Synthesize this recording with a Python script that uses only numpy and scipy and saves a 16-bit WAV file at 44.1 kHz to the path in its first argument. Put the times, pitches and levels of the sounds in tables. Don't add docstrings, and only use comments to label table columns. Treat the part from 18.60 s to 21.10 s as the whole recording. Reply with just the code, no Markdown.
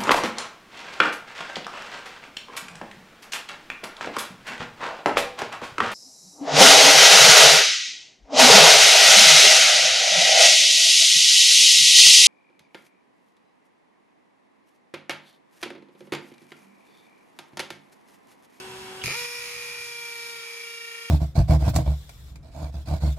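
import sys
import numpy as np
from scipy import signal
from scipy.fft import rfft, irfft
from scipy.io import wavfile
from scipy.ndimage import uniform_filter1d

SR = 44100
rng = np.random.default_rng(int(sys.argv[2]) if len(sys.argv) > 2 else 0)


def unload_wav(signal):
    wavfile.write(
        sys.argv[1],
        SR,
        np.round(np.clip(np.atleast_2d(signal).T, -1, 1) * 32767).astype(np.int16),
    )


N = 110250
TIME = np.arange(N) / SR
TEETH = 16
MID_S = 1.16

# (time [s], blow rate [Hz])
BLOW_RATE = [(.4385, 0), (.46, 105), (.48, 205), (.53, 410), (.55, 465), (.57, 482), (.65, 479.2),
             (.85, 480), (1., 478.2), (1.15, 476.8), (1.3, 474), (1.45, 470.5), (1.6, 467.1), (1.7, 468.4),
             (1.8, 462.1), (1.9, 466.2), (2.05, 464.8), (2.2, 464), (2.5, 462.6)]
# (time [s], fundamental [dB], fifth multiple [dB],
# other multiples [dB], uneven blows [dB], grinding hiss [dB], rumble [dB])
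DRILL_LEVELS = [(.43, -82, -82, -84, -51.5, -46, -56), (.445, -72, -69, -59, -25, -32, -52),
                (.46, -80, -80, -70, -33.5, -33.5, -51), (.48, -66, -61, -47.5, -31, -40.5, -38),
                (.52, -46.5, -51, -61.5, -29.5, -40.5, -46), (.55, -50.5, -38.5, -45, -39, -40, -56),
                (.57, -45, -39.5, -52, -48, -40.5, -57.5), (.655, -44, -41.5, -51.5, -42, -39.5, -63),
                (.67, -48, -42, -57.5, -51, -43, -68), (.78, -48.5, -44, -57, -45, -44, -61),
                (.87, -49.5, -49, -60.5, -41.5, -44, -58.5), (1., -48.5, -43.5, -60, -42.5, -45, -62.5),
                (1.07, -49, -44, -59, -45, -44.5, -63), (1.15, -50.5, -44, -59, -45.5, -46.5, -64.5),
                (1.27, -51, -43, -59.5, -54.5, -45.5, -64), (1.45, -52, -41, -57, -64, -47, -67),
                (1.7, -50, -43.5, -56, -62, -46.5, -72), (1.8, -52, -47, -55, -50, -48, -70),
                (1.95, -50, -44.5, -59, -48, -48.5, -98), (2.05, -51, -45, -57.5, -50.5, -48.5, -96),
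                (2.2, -52.5, -45, -58, -57, -49.5, -106), (2.35, -52.5, -46.5, -57.5, -50, -50, -84),
                (2.5, -52.5, -49, -58, -55, -49, -78)]


def gain_of(db):
    return 10 ** (np.asarray(db) / 20)


def unit_rms(x):
    return x / np.sqrt(np.mean(x ** 2) + 1e-20)


def curve(table, column=1):
    rows = np.array(table)
    return np.interp(TIME, rows[:, 0], rows[:, column])


def during(start, end, edge_s=0.021):
    return np.clip(np.minimum(TIME - start, end - TIME) / edge_s + .5, 0, 1)


def wander(top_hz):
    t = TIME[::64]
    rates = np.geomspace(top_hz / 12, top_hz, num=16)
    waves = sum(np.sin(2 * np.pi * (hz * t + rng.random())) / np.sqrt(hz) for hz in rates)
    return np.interp(TIME, t, unit_rms(waves))


def bin_gains(spectrum):
    hz, db = np.transpose(spectrum)
    return gain_of(np.interp(np.log(np.fft.rfftfreq(N, 1 / SR) + 1), np.log(hz), db))


def mid_side_noise(mid_spectrum, side_spectrum, share=0.29):
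    mid, unrelated = rfft(rng.standard_normal((2, N)))
    side = 1j * share * mid + np.sqrt(1 - share ** 2) * unrelated
    return irfft(np.array([mid * bin_gains(mid_spectrum), side * bin_gains(side_spectrum)]), N)


def ring(x, hz, width_hz):
    radius = np.exp(-np.pi * width_hz / SR)
    pole = radius * np.exp(2j * np.pi * hz / SR)
    return 2 * signal.lfilter([1 - radius], [1, -pole], x).real


def vacuum(sink_at_s=.452, sink_takes_s=.03, sink_db=-25.5):
    # (frequency [Hz], rms level before sinking [dB])
    motor_tones = [(129.2, -61), (376.8, -45), (753.7, -54.5), (969.0, -61), (1507, -61.5), (2229, -62.5),
                   (2638, -61), (3187, -67.5), (3332, -62), (4145, -66.5), (6616, -75), (8166, -64),
                   (8285, -72), (9620, -89)]
    # (frequency [Hz], relative density [dB])
    air_mid = [(30, -30), (60, -4), (127, -7.5), (220, -0.5), (330, -8), (500, -3.5), (645, -12.5),
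               (955, 0), (1200, -7), (1500, -3.5), (2210, -11), (2460, -43), (2660, -5.5), (5830, -27.5),
               (8420, -16), (12500, -79), (13500, -54), (15800, -64)]
    air_side = [(18, -60), (30, -41), (372, -18), (471, -23), (755, -12.5), (2150, -18.5), (2460, -21.5),
                (3450, -13.5), (5250, -58), (10100, -34), (11500, -62), (12800, -71), (15800, -60)]
    air = mid_side_noise(air_mid, air_side)
    out = gain_of([[-46], [-47]]) * air / air.std(axis=1, keepdims=True)
    for hz, db in motor_tones:
        phase = 2 * np.pi * (hz * TIME + rng.random())
        waver_db = 2.2 * wander(24.3) * (hz > 500)
        size = np.sqrt(2) * gain_of(db + waver_db)
        out += size * np.array([np.cos(phase), gain_of(-24) * np.sin(phase)])
    return out * gain_of(sink_db * np.clip((TIME - sink_at_s) / sink_takes_s, 0, 1))


def grinding(blows, throb, floor=.6, puff_decay_s=.005):
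    # (frequency [Hz], relative density [dB])
    hiss_mid = [(40, -32), (300, -13.5), (600, -20), (950, -4.5), (1600, -2.5), (2100, 0.5), (2330, 9.5),
                (2600, 3.5), (2900, 2), (3150, -7.5), (3350, 0.5), (3550, -3), (3800, 1), (4300, -2.5),
                (5400, 1.7), (5950, -4), (6600, 1.5), (7400, -5.5), (7900, -18), (8500, -6.5),
                (10000, -2.5), (13000, -8.5), (13700, -24), (15800, -34)]
    hiss_side = [(40, -20), (300, -19), (600, -15.5), (1200, -8.5), (2400, 4), (3500, -3), (5000, 5.5),
                 (6200, -3.5), (8900, -2.5), (10000, -9), (10600, -49), (12300, -36), (12800, -7.5),
                 (15800, -6)]
    hiss = mid_side_noise(hiss_mid, hiss_side)
    struck = np.diff(np.floor(blows - 1e-9), prepend=-1) > 0
    since_blow = TIME - np.maximum.accumulate(TIME * struck)
    puffs = (floor + np.exp(-since_blow / puff_decay_s)) * (1 + 0.0092 * throb)
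    level_db = curve(DRILL_LEVELS, column=5) + 0.32 * wander(28.96)
    return gain_of(level_db) * puffs * hiss / np.std(hiss[0])


def trigger(hz=3050, width_hz=700, t60=.03):
    # (time [s], level going into the shell [dB])
    rattles = [(.414, -22), (.4185, -20), (.428, -28)]
    envelope = sum(gain_of(db - 60 * np.maximum(TIME - s, 0) / t60) * (TIME > s) for s, db in rattles)
    bursts = envelope * rng.standard_normal(N)
    return ring(ring(bursts, hz, width_hz), hz, width_hz)


def rumble():
    # (frequency [Hz], relative density [dB])
    spectrum = [(15, -43), (25, -20), (54, 7), (118, 9), (178, 10), (226, 1), (330, -1), (430, 7),
                (730, -120)]
    shaking = unit_rms(irfft(rfft(rng.standard_normal(N)) * bin_gains(spectrum), N))
    level_db = curve(DRILL_LEVELS, column=6) + 2.9 * wander(19.9)
    return gain_of(level_db) * shaking * (TIME > DRILL_LEVELS[0][0])


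def body_ring(samples=2048, rise_s=.001):
    # (frequency [Hz], width [Hz], relative mid level [dB], relative side level [dB])
    modes = [(490, 58, -16, -28), (990, 730, -11.5, -49), (1320, 150, -11, -17), (1820, 83, -7, -15),
             (2204, 340, -5, -22), (2476, 332, 9.5, -15), (2536, 154, 3.5, -9), (3040, 370, -39, -4),
             (4160, 240, -10.5, -13), (4810, 300, -8.5, -23), (5460, 280, -10.5, -9), (6700, 280, -27, -5),
             (9500, 160, -15, -20)]
    blow = np.arange(samples) == 0
    out = np.zeros((2, samples))
    for k, (hz, width, mid_db, side_db) in enumerate(modes):
        mode = ring(ring(blow, hz, width), hz, 3 * width) / np.sqrt(width)
        quarter_late = np.roll(mode, round(SR / hz / 4))
        out += np.array([(-1) ** k * gain_of(mid_db) * mode, gain_of(side_db) * quarter_late])
    out *= np.minimum(TIME[:samples] / rise_s, 1)
    return out / np.abs(out[0]).max()


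def hammering(blows, throb, spread_db=3.5, likeness=.8):
    # (time [s], peak level [dB])
    first_blows = [(0.438, -20.5), (0.4581, -20.5), (0.4664, -21), (0.4737, -24.5), (0.4782, -19),
                   (0.482, -27), (0.4889, -24), (.4928, -25), (.4966, -21), (.5001, -24), (.5042, -23),
                   (0.508, -21), (0.5124, -24), (0.5138, -27), (0.5166, -25.5), (.5196, -24)]
    ringing = body_ring()
    half_turn = TEETH // 2
    struck = (np.diff(np.floor(blows), prepend=0) > 0) & (TIME > first_blows[-1][0] + .002)
    chance = rng.choice([-1., 1.], 2000) * gain_of(spread_db * rng.standard_normal(2000))
    departure = signal.lfilter([1], np.r_[1, np.zeros(half_turn - 1), -likeness], chance)
    departure -= uniform_filter1d(departure, half_turn)
    departure /= np.sqrt(uniform_filter1d(departure ** 2, half_turn))
    rate_gain = np.sqrt(SR / np.maximum(curve(BLOW_RATE), 1)) / np.linalg.norm(ringing[0])
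    strength = rate_gain * gain_of(curve(DRILL_LEVELS, column=4)) * (1 + 0.063 * throb)
    hits = struck * departure[blows.astype(int)] * strength
    for s, peak_db in first_blows:
        hits[round(s * SR)] = gain_of(peak_db)
    return signal.oaconvolve(hits[None], ringing, axes=1)[:, :N]


def bucket_thumps(hz=133.6, t60=0.097, rise_s=0.0015):
    # (time [s], level [dB])
    thumps = [(.443, -29.5), (.468, -28.5), (.505, -34)]
    out = np.zeros(N)
    for s, db in thumps:
        age = np.maximum(TIME - s, 0)
        envelope = gain_of(db - 60 * age / t60) * np.minimum(age / rise_s, 1)
        out += envelope * np.sin(2 * np.pi * hz * age)
    return out


def ratchet_tone(blows, throb, settled_s=1.3, settle_takes_s=0.29):
    multiples = [1, 2, 3, 4, 5, 6, 7, 7 + 1 / TEETH, 8, 9, 10, 11, 12]
    # (mid offset [dB], drift [dB/s], side offset [dB], side lead [rad], throb [-])
    voicing = [(0.6, -0.35, -9.5, 1.9, 0.08), (1, -2, -9.5, 1.6, 0), (2, 1, -2.5, -2, 0),
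               (2, -1, 2.5, 0.96, 0.49), (1.4, 0.06, -5, 1.7, 0.2), (-10, 0, -7, 1.8, 0.2),
               (-10, 0, 0, 0, 0.03), (-3, 1, 1.5, 1, 0.18), (-11, 0, -13, 4.5, 0), (-14, 0, -13, 3, 0),
               (-9, 0, -2, 4, 0), (-4, -3, 0, 2.5, 0), (-12, 0, -7, 1.1, .1)]
    # (start [s], end [s], multiple [-], mid [dB], side [dB])
    swells = [(0.925, 1.25, 2, -24, 2), (1.77, 2.6, 2, -9, 0), (0.92, 1.13, 3, -20, 4),
              (1.86, 2.04, 3, -18, 0), (0.595, 1.32, 4, 5.5, -6), (0.54, 0.61, 6, 13.5, -4),
              (2.045, 2.6, 6, 15.5, 14), (2.2, 2.6, 4, 3.5, 6.5), (.5, 0.76, 7, 5, -8),
              (1.23, 1.48, 7, 12.5, 2), (2.3, 2.6, 7, 9, -1), (1.5, 1.85, 8, 11.5, 5),
              (2.08, 2.27, 8, 11, -4), (1.36, 1.72, 9, 12, 4), (0.72, 1.52, 12, 12.5, 1),
              (2.08, 2.25, 12, 9, 8)]
    # (time [s], level [dB])
    warble_levels = [(.55, -61), (.7, -65), (.8, -64), (.95, -65), (1.03, -61.5), (1.22, -58.5),
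                     (1.29, -85), (1.78, -82), (1.85, -62.5), (2.03, -67.5), (2.1, -81), (2.5, -70)]
    warble_offsets = {2: -2, 3: -1, 4: 2, 5: 11, 7: -4}
    blows = blows + 0.0036 * wander(33)
    unsettled_db = -np.clip((settled_s - TIME) / settle_takes_s, 0, 1)
    warble = 2 * np.sqrt(2) * gain_of(curve(warble_levels)) * (TIME > warble_levels[0][0])
    warble *= np.cos(2 * np.pi * 2 * blows / TEETH)
    out = np.zeros((2, N))
    for k, (mid_db, drift, side_db, lead, depth) in zip(multiples, voicing):
        level_db = curve(DRILL_LEVELS, column={1: 1, 5: 2}.get(k, 3)) + drift * (TIME - MID_S)
        level_db += 1.3 * np.tanh(wander(12)) * (k not in (1, 5))
        level_db += unsettled_db * (k > 6)
        for start, end, multiple, more_mid_db, more_side_db in swells:
            if multiple == k:
                mid_db += more_mid_db * during(start, end)
                side_db += more_side_db * during(start, end)
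        phase = 2 * np.pi * (k * blows + rng.random())
        size = np.sqrt(2) * gain_of(level_db) * (1 + depth * throb)
        out += size * np.array([gain_of(mid_db) * np.cos(phase), gain_of(side_db) * np.cos(phase + lead)])
        if k in warble_offsets:
            quadrature = np.array([np.sin(phase), gain_of(-8) * np.sin(phase + lead)])
            out += warble * gain_of(warble_offsets[k]) * quadrature
    return out


def scrape(hz=5400, width_hz=470, level_db=-47.5):
    grit = rng.standard_normal(N) * gain_of(1.9 * wander(90.3))
    band = ring(ring(grit, hz, width_hz), hz, width_hz)
    return gain_of(level_db) * during(start=0.51, end=.81) * unit_rms(band)


def scene():
    blows = np.cumsum(curve(BLOW_RATE)) / SR
    throb = np.cos(2 * np.pi * blows / TEETH + .74)
    throb *= 1 + 0.54 * (TIME - MID_S)
    mid, side = ratchet_tone(blows, throb) + hammering(blows, throb) + grinding(blows, throb) + vacuum()
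    low = rumble() + bucket_thumps()
    rattle = trigger()
    mid += low + rattle + scrape()
    side += np.roll(rattle, 4) - 0.12 * low
    return np.array([mid + side, mid - side])


def record(dry):
    lowpass = signal.firwin(511, cutoff=15900, window=("kaiser", 9), fs=SR)
    return signal.oaconvolve(dry, lowpass[None], "same")


dry = scene()
out = record(dry)
unload_wav(out)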